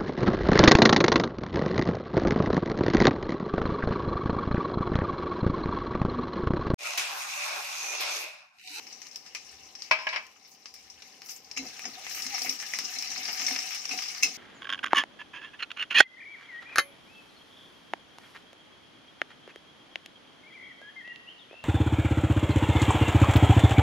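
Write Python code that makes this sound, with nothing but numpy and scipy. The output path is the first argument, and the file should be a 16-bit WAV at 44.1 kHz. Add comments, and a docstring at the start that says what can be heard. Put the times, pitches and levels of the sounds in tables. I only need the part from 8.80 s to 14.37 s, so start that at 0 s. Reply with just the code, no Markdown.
"""A small kitchen, heard close by a phone: peanuts fry in oil in a round steel pan. Bursting steam bubbles
make the oil fizz and spit over the burner's murmur. Kitchen ware clatters down at the side, three thin pings
sound, then a steel spatula stirs: nuts tick, blows ring the pan's modes, and stick-slip friction makes it
hum and squeal. The phone's two ports lift the sound near 2.4 and 5.5 kHz, the left one more, and its gain
control turns the level down after loud hits."""
import sys
import numpy as np
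from scipy import signal
from scipy.fft import rfft, irfft, next_fast_len
from scipy.io import wavfile
from scipy.ndimage import uniform_filter1d, minimum_filter1d, map_coordinates

SR = 44100
rng = np.random.default_rng(int(sys.argv[2]) if len(sys.argv) > 2 else 0)


def output_pcm(signal):
    """Save a mono or channel-first signal as 16-bit PCM at the path in sys.argv[1].

    Samples are clipped to [-1, 1] before scaling.
    """
    pcm = np.clip(np.atleast_2d(signal).T, -1, 1) * 32767
    wavfile.write(sys.argv[1], SR, np.round(pcm).astype(np.int16))


N = 245637
STIR_S = 2.765  # the spatula starts

# Strength of the fizz, which grows as stirring turns wet nuts into the oil: time_s, level_db
FIZZ_LEVEL = [(0.0, -49.5), (0.4, -53.5), (0.85, -52.5), (1.5, -55), (2.1, -53), (2.6, -55.5),
              (2.74, -53.5), (2.9, -44), (3.09, -46), (3.35, -40), (3.55, -38), (3.75, -41.5), (4.1, -38),
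              (4.3, -38.5), (4.68, -35.5), (4.9, -37.5), (5.05, -40.5), (5.25, -39.5), (5.57, -40.5)]
# Resonant response of the phone's ports: frequency_hz, gain_db
PORT_RESPONSE = [(530, -26), (900, -13), (1120, -15), (1220, -5), (1360, -16), (1550, -11), (2220, -3.5),
                 (2690, -3.5), (3380, -11.5), (4570, -6.5), (5610, 1.5), (7580, -15.5), (10600, -24.5),
                 (13800, -21.5), (16000, -30.5)]


def amp(db):
    """Amplitude ratio of a level in decibels."""
    return 10 ** (np.asarray(db) / 20)


def unit(x):
    """Normalisation to rms 1."""
    return x / np.sqrt(np.mean(x ** 2) + 1e-20)


def along(points, hz):
    """Interpolation of (frequency_hz, value) points on a logarithmic frequency axis."""
    point_hz, values = np.transpose(points)
    return np.interp(np.log(hz + 1), np.log(point_hz + 1), values)


def curves(rows):
    """Linear interpolation in time: one value per sample for each column after time_s."""
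    time_s, *columns = np.transpose(rows)
    return [np.interp(np.arange(N) / SR, time_s, column) for column in columns]


def wobble(rate_hz):
    """Random modulation: a spline through rate_hz Gaussian knots a second."""
    knots = rng.standard_normal(int(N * rate_hz / SR) + 4)
    return map_coordinates(knots, [np.arange(N) * rate_hz / SR])


def filtered(x, response):
    """Linear filtering: the spectrum of x times a complex response of frequency."""
    size = x.shape[-1]
    padded = next_fast_len(size + 4096)
    return irfft(rfft(x, padded) * response(np.fft.rfftfreq(padded, 1 / SR)), padded)[..., :size]


def band(hz, lo_hz, hi_hz):
    """Band-pass magnitude with fourth-order slopes."""
    return 1 / np.sqrt((1 + (lo_hz / (hz + 1)) ** 8) * (1 + (hz / hi_hz) ** 8))


def resonance(hz, pitch_hz, width_hz):
    """Response of a damped oscillator, 1 at its natural frequency."""
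    return hz * width_hz / (hz * width_hz + 1j * (hz ** 2 - pitch_hz ** 2))


def coloured(white, spectrum, lo_hz, hi_hz):
    """Spectral shaping of white sound within a band, at rms 1."""
    return unit(filtered(white, lambda hz: amp(along(spectrum, hz)) * band(hz, lo_hz, hi_hz)))


def noise(spectrum, size, lo_hz=1, hi_hz=30000):
    """Coloured noise on two uncorrelated paths, at rms 1."""
    return coloured(rng.standard_normal((2, size)), spectrum, lo_hz, hi_hz)


def burst(t60_s, room_db, room_t60_s, size):
    """Envelope of a transient: direct sound and reverberation decay exponentially and add in power."""
    t = np.arange(size) / SR
    room = amp(room_db - 60 * t / room_t60_s) * (1 - np.exp(-t / 0.0026))
    return np.hypot(amp(-60 * t / t60_s), room) * (1 - np.exp(-t / 0.00025))


def ring(modes, size, blur, clang_db=0, edge_db=0, favoured_hz=1):
    """Modal superposition: the place struck weights the damped modes; rattling blurs their phases."""
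    t = np.arange(size) / SR
    hz, db, t60_s = np.transpose(modes)[:, :, None]
    lift_db = np.select([hz > 4500, hz > 1000], [edge_db, clang_db])
    lift_db = lift_db + 10 * np.exp(-(np.log2(hz / favoured_hz) / 0.18) ** 2)
    # a blow near the rim hardly moves the deepest mode
    lift_db -= 12 * ((hz < favoured_hz / 2) & (favoured_hz < 1000))
    level_db = db + lift_db + 2 * rng.standard_normal((2, len(modes), 1))
    drift = blur * np.cumsum(rng.standard_normal((len(modes), size)), axis=1)
    phase = 2 * np.pi * rng.random((2, len(modes), 1)) + drift * np.sqrt(hz / SR)
    rise = 1 - np.exp(-t * hz / 1.5)  # time constant of 1.5 cycles
    return np.sum(amp(level_db - 60 * t / t60_s) * rise * np.sin(2 * np.pi * hz * t + phase), axis=1)


def add(track, start_s, sound):
    """Superposition of a sound on the track from start_s."""
    start = round(start_s * SR)
    track[:, start:start + sound.shape[1]] += sound


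def crackle(count, decay_cycles, spread_db, most_db):
    """Shot noise: damped sines of random time, pitch and size, reverberating in the bowl."""
    when, pitch, strength, *phases = rng.random((count, 5)).T[:, :, None]
    hz = 1200 * (15000 / 1200) ** pitch
    t = np.arange(256) / SR
    level_db = np.minimum(-spread_db * np.log(strength), most_db)
    envelope = amp(level_db) * hz * np.exp(-t * hz / decay_cycles)  # the factor hz whitens the spectrum
    samples = (when * N).astype(int) + np.arange(256)
    grains = [envelope * np.sin(2 * np.pi * (hz * t + phase)) for phase in phases]
    direct = np.array([np.bincount(samples.ravel(), path.ravel(), N + 256)[:N] for path in grains])
    bowl = amp(-20.5 - 60 * np.arange(2048) / SR / 0.14) * rng.standard_normal((2, 2048))
    return unit(direct + signal.fftconvolve(direct, bowl, axes=1)[:, :N])


def frying():
    """Bursting steam bubbles merge into broadband fizz; the finest spray follows it and comes in jets."""
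    # Hissing jets of spray: start_s, length_s, level_db
    jets = [(1.674, 0.1, -61), (2.44, 0.15, -54), (3.307, 0.16, -55), (3.615, 0.14, -51),
            (4.508, 0.051, -41.5)]
    fizz_db, = curves(FIZZ_LEVEL)
    t = np.arange(N) / SR
    jetting = sum(amp(db) * np.clip(np.minimum(t - start_s, start_s + length_s - t) / 0.028, 0, 1)
                  for start_s, length_s, db in jets)
    bubbles = crackle(count=3000, decay_cycles=2.37, spread_db=9, most_db=18)
    wash = bubbles + rng.standard_normal((2, N))
    droplets = crackle(count=250, decay_cycles=4, spread_db=5.5, most_db=13)
    fizz = coloured(wash, PORT_RESPONSE, 1, 13400)
    spray = coloured(wash, PORT_RESPONSE, 13300, 30000)
    spray += amp(-4) * coloured(droplets, PORT_RESPONSE, 7900, 30000)
    spray_gain = (amp(-67 + 1.27 * (fizz_db - fizz_db.mean())) + jetting) * amp(0.23 * wobble(15))
    seething = amp(1.1 * wobble(17) + 0.8 * wobble(40))
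    return seething * (amp(fizz_db) * fizz + spray_gain * spray)


def kitchen():
    """Ambient noise: burner and room murmur, fuller while the pan is busy, over a low rumble."""
    # Spectral densities of the murmur and the rumble: frequency_hz, level_db
    murmur_spectrum = [(53, -52), (90, -5), (250, 4.5), (377, 2), (441, 5), (672, -1.5), (770, 12),
                       (942, -4.5), (1020, 5.5), (1140, -6), (1600, -16), (2080, -42), (3520, -120)]
    rumble_spectrum = [(12, -44), (20, -14), (32, -19), (64, 6), (110, -1), (140, -17), (240, -120)]
    # Slow swell of the rumble: time_s, level_db
    rumble_level = [(0, -96), (.7, -80), (.87, -72), (1.05, -77), (1.6, -81), (2.7, -80.5), (5.57, -76)]
    fizz_db, = curves(FIZZ_LEVEL)
    murmur_db = -61 + 0.19 * (fizz_db - fizz_db.mean()) + wobble(5.33)
    murmur = amp(murmur_db) * noise(murmur_spectrum, N)
    rumble_db = curves(rumble_level)[0] + 4.5 * wobble(3.7)
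    return murmur + amp(rumble_db) * noise(rumble_spectrum, N)


def small_spits(count):
    """A random point process: rows for pops(), their levels scattered about that of the fizz."""
    start_s = rng.random(count) * N / SR
    strength, pitch, body = rng.standard_normal((count, 3)).T
    snap_db = np.interp(start_s, *np.transpose(FIZZ_LEVEL)) + 2 * strength
    return list(zip(start_s, snap_db + 2, 4900 * np.exp(0.04 * pitch),
                    snap_db - 8 + 2 * body, snap_db, snap_db - 30, np.full(count, -10)))


def crack(pitch_hz, body_db, snap_db, air_db, lead):
    """A pressure impulse, lead samples in, that rings briefly; its peak is 1."""
    tilt = [(600, body_db + 4), (2400, body_db), (5500, snap_db), (12000, air_db + 10)]

    def response(hz):
        colour = amp(0.65 * along(PORT_RESPONSE, hz) + along(tilt, hz))
        ringing = 1 + 0.2 / 0.14 * resonance(hz, pitch_hz, 0.14 * pitch_hz)
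        return np.outer([1, 1j], colour * ringing)  # the two paths are a quarter cycle apart

    pulse = filtered(signal.unit_impulse(4 * lead, lead), response)
    return pulse / np.abs(pulse).max()


def pops():
    """Impulsive excitation: a crack, then resonant noise whose highest band the room absorbs first."""
    # Spits of oil and clicks of nuts and blade; body, snap and air are the low, middle and high bands:
    # start_s, crack_db, pitch_hz, body_db, snap_db, air_db, tail_db (relative to the burst)
    spits = [(0.0685, -34, 5300, -42, -41, -67, -24), (0.1268, -36, 5820, -61, -38.5, -74, -9),
             (0.2175, -37, 6270, -44, -38, -77, -8.5), (0.2289, -32, 5240, -66, -47, -71, -20),
             (0.2695, -28.5, 6000, -48, -44, -60, -26), (0.3127, -40, 5410, -62, -43, -65, -24),
             (0.3585, -25, 5270, -42, -32.5, -43, -13), (0.4628, -51, 5100, -44.5, -44.5, -75, -5.5),
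             (0.5493, -21, 2420, -29.5, -27.5, -48, -8), (0.9525, -29.5, 5300, -42, -37, -74, -10.5),
             (1.0217, -21, 4700, -48, -33.5, -108, -8.5), (1.467, -32, 2040, -51, -43, -55, -16),
             (1.8577, -21, 4900, -38.5, -36, -86, -5.5), (1.9404, -27, 5230, -47, -40, -43, -4.5),
             (2.1, -42, 5530, -54, -40, -58, -12), (2.2217, -29, 3920, -43, -39, -60, -9.5),
             (2.4198, -25, 5000, -48.5, -50, -70, -1), (2.46, -37, 5800, -53, -47, -57, -5),
             (2.4876, -33, 5070, -46, -43.5, -52, 2.5), (2.506, -38, 5100, -46, -41, -35, -6),
             (2.7137, -23, 5200, -41, -34.5, -71, -17), (2.7739, -17.5, 2660, -29, -26, -41.5, -11),
             (2.9944, -20, 2440, -44.5, -52, -56, 1), (3.0427, -28, 1920, -40, -53, -63, -6),
             (3.0535, -56, 5430, -30, -52, -65, -8), (3.266, -30, 2120, -29.5, -70, -48, -10),
             (3.3124, -24, 5300, -38, -47, -51, -24), (3.3474, -23, 5980, -34, -39, -34, -20),
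             (3.3634, -39, 2180, -42, -48, -55, -24), (3.3764, -21, 2220, -44, -46, -55, -18),
             (3.3994, -30, 5400, -35, -36, -52, -20), (3.4212, -31, 5300, -46, -28, -42, -10),
             (3.4652, -20, 6260, -31.5, -27.5, -43, -10.5), (3.5416, -30, 5600, -33.5, -33.5, -42, 1),
             (3.5808, -47, 2260, -28.5, -57, -42, -10), (3.6183, -35, 4800, -41, -24.5, -38, -10.5),
             (3.6623, -18, 2090, -38, -59, -54, 6), (3.693, -26, 5510, -53, -22, -40, -10),
             (3.7254, -28, 5350, -39, -41, -50, -22), (3.7995, -36, 1820, -34, -32, -40, -7),
             (3.8272, -18, 1730, -33.5, -39, -43, -2), (3.896, -56, 5840, -66, -40.5, -64, 0),
             (3.936, -35, 2020, -23.5, -24.5, -38, -9.5), (3.9884, -7.5, 5250, -26.5, -27.5, -36, -4.5),
             (4.0479, -36, 5370, -68, -31.5, -62, -4.5), (4.1863, -28, 5370, -58, -26, -61, -8.5),
             (4.2248, -15, 5160, -35, -29, -43, -20), (4.3166, -29, 5900, -35, -30.5, -49, -5.5),
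             (4.361, -38, 2250, -30, -35, -53, -17), (4.379, -22, 5140, -36, -30, -59, -11),
             (4.4533, -22, 4800, -34, -28, -51, -4), (4.4812, -33, 5100, -31, -36.5, -53, 3.5),
             (4.595, -30, 5140, -27, -31, -58, -6), (4.6194, -16, 5660, -29.5, -35, -48, -18),
             (4.665, -18, 5680, -37, -18.5, -48, -10), (4.6824, -16, 2180, -27, -23.5, -38, -8.5),
             (4.6924, -24, 5440, -38, -39, -43, -22), (4.7085, -22, 5300, -24, -28, -46, -19),
             (4.7621, -12, 5200, -23, -26, -63, -11), (4.7896, -13, 5430, -31, -28, -58, -10),
             (4.8274, -32, 5230, -51, -31, -55, -24), (4.9072, -39, 2390, -30, -32, -55, -22),
             (4.9214, -30, 2200, -35, -33, -55, -21), (4.9468, -37, 5200, -34.5, -35, -34, 1.5),
             (5.0539, -19, 5440, -29, -26.5, -44, -27), (5.0624, -47, 5790, -63, -36, -53, -21),
             (5.0912, -41, 5700, -29, -31, -42, -11), (5.1125, -23, 2630, -33, -28.5, -57, 1),
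             (5.176, -20, 5260, -42, -30.5, -52, -1.5), (5.1885, -23, 5760, -24, -28, -39, -12),
             (5.2216, -19, 4960, -30.5, -28, -42, -3), (5.2606, -20, 5760, -44, -48, -70, -6),
             (5.2834, -25, 5600, -41, -29, -58, -10), (5.3478, -32, 4970, -35, -31, -52, -13),
             (5.4327, -2.5, 2560, -23, -15, -23, -5)]
    track, size, lead = np.zeros((2, N + SR)), SR // 6, 64
    for start_s, crack_db, pitch_hz, body_db, snap_db, air_db, tail_db in list(spits) + small_spits(6):
        body = amp(body_db) * noise(PORT_RESPONSE, size, hi_hz=3120) * burst(0.035, tail_db, 0.16, size)
        snap = amp(snap_db) * noise(PORT_RESPONSE, size, 3200, 10600) * burst(0.038, tail_db, 0.28, size)
        air = amp(air_db) * noise(PORT_RESPONSE, size, lo_hz=8450) * burst(0.015, -3, 0.09, size)
        pitched = filtered(body + snap, lambda hz: 0.6 + 1.418 * resonance(hz, pitch_hz, 0.066 * pitch_hz))
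        add(track, start_s, pitched + air)
        pulse = crack(pitch_hz, body_db, snap_db, air_db, lead)
        add(track, max(start_s - lead / SR, 0), amp(crack_db) * pulse)
    return track[:, :N]


def clatter():
    """Impacts of hollow ware bouncing on the counter excite short modes, a rattle and reverberation."""
    # Bounces: start_s, level_db, treble_db and ring_db (relative to the rattle), clang_db, edge_db,
    # burst_t60_s, ring_time_ratio, favoured_hz
    bounces = [(1.111, -14.5, -6.5, 2, -2.5, 2, 0.094, 0.42, 980),
               (1.114, -23.5, -3, -1, 6, 1, 0.066, 0.85, 2480),
               (1.136, -21.5, -18, -2, -4, -2, 0.02, 0.38, 2770),
               (1.189, -27.5, -1, -8, -3.5, 10, 0.0049, 4.2, 1000),
               (1.2685, -22.5, -11, 3.5, -0.5, -4, 0.062, 0.51, 1740),
               (1.289, -32.5, 8, -4, 4, 3, 0.014, 1.4, 2020),
               (1.328, -27, -10.5, -10, 5.5, -6, 0.27, 1.17, 1040),
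               (1.36, -25.5, -6.5, -5, 3.5, 8, 0.09, 0.89, 2030),
               (1.562, -50, -25, -13, 3, 3, 0.047, .4, 650)]
    # Free modes of the ware: pitch_hz, level_db, t60_s
    ware_modes = [(176, -36, 0.1), (635, -14, 0.28), (850, -17, 0.14), (970, -17, .15), (1041, -13, 0.2),
                  (1640, -10, 0.17), (1690, -11, .1), (1930, -9, .11), (2040, -10, 0.11), (2175, -7, .13),
                  (2295, -5, 0.24), (2515, -7, 0.2), (2580, -8, .2), (2850, -9, 0.13), (3025, -9, .08),
                  (5070, -12, 0.06), (5370, -15, 0.18)]
    # Spectral densities: frequency_hz, level_db
    rattle_spectrum = [(300, -18), (700, -1), (1100, 3), (1500, 1.5), (2400, 8), (3300, -1.5),
                       (4000, -38)]
    treble_spectrum = [(3000, -29), (3500, -1.5), (4500, 1), (5400, 3.5), (6500, -14), (8000, -24),
                       (15000, -47)]
    track, size = np.zeros((2, N + SR)), SR // 3
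    for start_s, db, treble_db, ring_db, clang_db, edge_db, t60_s, time_ratio, favoured_hz in bounces:
        rattle = noise(rattle_spectrum, size) * burst(t60_s, -12.5, 0.4, size)
        treble = noise(treble_spectrum, size) * burst(t60_s, -12.5, 0.3, size)
        modes = np.multiply(ware_modes, [1, 1, time_ratio])
        ringing = ring(modes, size, 0.1, clang_db, edge_db, favoured_hz)
        add(track, start_s, amp(db) * (rattle + amp(treble_db) * treble + amp(ring_db) * ringing))
    return track[:, :N]


def pings():
    """Free decay of very high modes: three thin pings."""
    # Modes of a ping: pitch_hz, level_db, t60_s
    ping_modes = [(10930, -10, .25), (13260, 3, .16), (13860, -2, .55)]
    track = np.zeros((2, N))
    for start_s in (2.455, 2.498, 2.53):
        add(track, start_s, amp(-56) * ring(ping_modes, SR // 5, blur=0.11))
    return track


def knocks():
    """Free vibration: each blow of the spatula leaves the pan ringing in its modes."""
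    # Blows on the pan: start_s, level_db, clang_db, edge_db, favoured_hz
    blows = [(2.765, -46.5, 4.5, 9, 2140), (2.776, -52.5, 11.5, 18, 2700), (2.79, -59, 19, 8, 4160),
             (2.792, -45, 0, -3, 265), (2.854, -43.5, -1.5, -15, 745), (3.053, -39.5, -33, 6, 745),
             (3.056, -53, -10, -10, 246), (3.615, -40, -9, -11, 745), (3.646, -36.5, -1, 1.5, 750),
             (4.706, -34, -5, -7, 745), (5.136, -37, -7, -5, 745), (3.456, -56.5, 1, 12, 265),
             (3.682, -57, -5, -13, 265), (4.005, -75, -2, -22, 265), (4.03, -66, -34, -10, 265),
             (4.161, -48, 12, 6, 4060), (4.392, -64, 18, 20, 265), (4.623, -53.5, 8, 20, 265),
             (4.715, -55, -6, 3, 265), (5.11, -43.5, 5, -6, 2580), (5.426, -54, 26, 31, 2270),
             (5.4308, -47.5, 25, 32, 2640)]
    # Modes of the steel pan: pitch_hz, level_db, t60_s
    pan_modes = [(264.7, 1.5, 0.2), (490, -9, 0.09), (745, -5, 0.06), (2025, -12, .15), (2130, -7, .15),
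                 (2240, -4, 0.09), (2500, -11, .1), (2640, -4, 0.12), (3080, -14, .07), (4040, -12, 0.13),
                 (4157, -16, .3), (5130, -4, 0.18), (5250, -3, .1), (5490, -4, 0.1), (5690, -9, .13),
                 (6105, -5, .14), (6280, -7, 0.13), (6655, -6, .11), (7155, -8, 0.09)]
    track = np.zeros((2, N + SR))
    for start_s, db, clang_db, edge_db, favoured_hz in blows:
        add(track, start_s, amp(db) * ring(pan_modes, SR // 5, 0.1, clang_db, edge_db, favoured_hz))
    return track[:, :N]


def stirring(over_fizz_db):
    """Amplitude envelope of the nuts' motion: zero until stirred, then proportional to the fizz."""
    return (np.arange(N) > STIR_S * SR) * amp(curves(FIZZ_LEVEL)[0] + over_fizz_db)


def ticks():
    """Brief contacts of nuts tumbling against each other and the steel radiate sparse clicks."""
    clicks = crackle(count=500, decay_cycles=3.8, spread_db=7, most_db=16)
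    return stirring(-6.5) * coloured(clicks, PORT_RESPONSE, 1200, 7500)


def hum(pitch_hz, width_hz):
    """One resonance driven by white noise, at rms 1."""
    return unit(filtered(rng.standard_normal((2, N)), lambda hz: resonance(hz, pitch_hz, width_hz)))


def scrapes():
    """Forced vibration: stick-slip noise drives the pan's low modes; stirred nuts keep the rim humming."""
    # Strokes of the spatula on steel: strongest_contact_s, bowl_db, rim_db
    strokes = [(2.831, -46.5, -59), (3.08, -50, -60), (3.2, -101, -48.5), (3.46, -58, -111),
               (3.68, -52, -64), (3.71, -53, -98), (4.009, -49.5, -64), (4.18, -63, -55),
               (4.31, -60.5, -55), (4.39, -54.5, -55.5), (4.49, -55.5, -49.5), (4.63, -56, -50.5),
               (4.718, -50, -54.5), (4.86, -66, -54.5), (5.139, -48.5, -45), (5.469, -46, -52)]
    rise_s, fall_s = 0.15, 0.27  # each spans 60 dB
    contact_s, bowl_db, rim_db = np.transpose(strokes)[:, :, None]
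    since_s = np.arange(N) / SR - contact_s
    contact = amp(60 * np.minimum(since_s / rise_s, -since_s / fall_s))
    bowl = np.sum(amp(bowl_db) * contact, axis=0) * (hum(248, 72) + amp(-8.5) * hum(446, 44))
    rim = (np.sum(amp(rim_db) * contact, axis=0) + stirring(-22.5)) * hum(745.5, 30)
    return (bowl + rim) * amp(2 * wobble(25))


def squeal():
    """Friction of the blade on the rim: a gliding tone, roughened by phase and amplitude modulation."""
    # Course of the squeal: time_s, pitch_hz, level_db
    glide = [(3.49, 788, -70), (3.502, 813, -56), (3.54, 823, -42), (3.554, 730, -39.5), (3.59, 725, -70)]
    pitch_hz, level_db = curves(glide)
    t = np.arange(N) / SR
    sounding = (t > glide[0][0]) & (t < glide[-1][0])
    tone = np.sin(2 * np.pi * np.cumsum(pitch_hz) / SR + wobble(60))
    return np.outer([1, 0.6], sounding * amp(level_db + 2.8 * wobble(40.4)) * tone)


def at_ports(paths, coherence, lag_s):
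    """Partial coherence: two uncorrelated paths mix as mid and side; the left port hears lag_s later."""
    angle = lambda hz: np.arccos(np.clip(along(coherence, hz), -1, 1)) / 2
    mid, side = filtered(paths, lambda hz: np.array([np.cos(angle(hz)), np.sin(angle(hz))]))
    delays = lambda hz: np.exp(-1j * np.pi * np.outer([lag_s, -lag_s], hz))
    return filtered(np.array([mid + side, mid - side]), delays)


def gain_control(x, threshold_db=-31.5, cut_share=0.22, hold_s=0.72, recovery_db_per_s=8):
    """Compression: the gain drops by a share of the excess level, holds, then creeps back up."""
    power = np.abs(uniform_filter1d(np.mean(x ** 2, axis=0), size=1024))
    cut_db = cut_share * np.maximum(10 * np.log10(power + 1e-12) - threshold_db, 0)
    half_hold = round(hold_s * SR / 2)
    held_db = -minimum_filter1d(np.pad(-cut_db, (half_hold, 0)), size=2 * half_hold + 1)[:N]
    recovery_db = recovery_db_per_s * np.arange(N) / SR
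    return x * amp(recovery_db - np.maximum.accumulate(held_db + recovery_db))


def scene():
    """Superposition at two ports, coherent mainly in the bass; the ware reaches the right one first."""
    # Likeness of left and right for sound from ahead and from the side: frequency_hz, coherence_ratio
    ahead_coherence = [(60, 0.76), (180, 0.99), (550, 0.79), (1650, 0.37), (4970, 0.0038), (15000, 0.047)]
    side_coherence = [(200, 0.77), (1000, 1), (3000, 0.04), (6000, 0.15)]
    low_cut = lambda x: filtered(x, lambda hz: band(hz, 132, SR))
    ahead = frying() + ticks() + low_cut(pops() + knocks() + scrapes()) + squeal() + pings() + kitchen()
    aside = low_cut(clatter())
    return at_ports(ahead, ahead_coherence, lag_s=0.00003) + at_ports(aside, side_coherence, lag_s=0.00014)


def record(dry):
    """The phone's transfer: unequal port sensitivity, bass roll-off, compression and a band limit."""
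    # Sensitivity of the left port over the right: frequency_hz, difference_db
    imbalance = [(60, 0), (130, 1), (290, -1), (640, 0), (1410, 3.5), (3100, 5), (6820, 6), (15000, -4)]
    sensitivity = lambda hz: amp(np.outer([0.5, -0.5], along(imbalance, hz)))
    heard = filtered(dry, lambda hz: sensitivity(hz) * band(hz, 44.7, SR) ** 0.24)
    return filtered(gain_control(heard), lambda hz: hz < 15800)


dry = scene()
out = record(dry)
output_pcm(out)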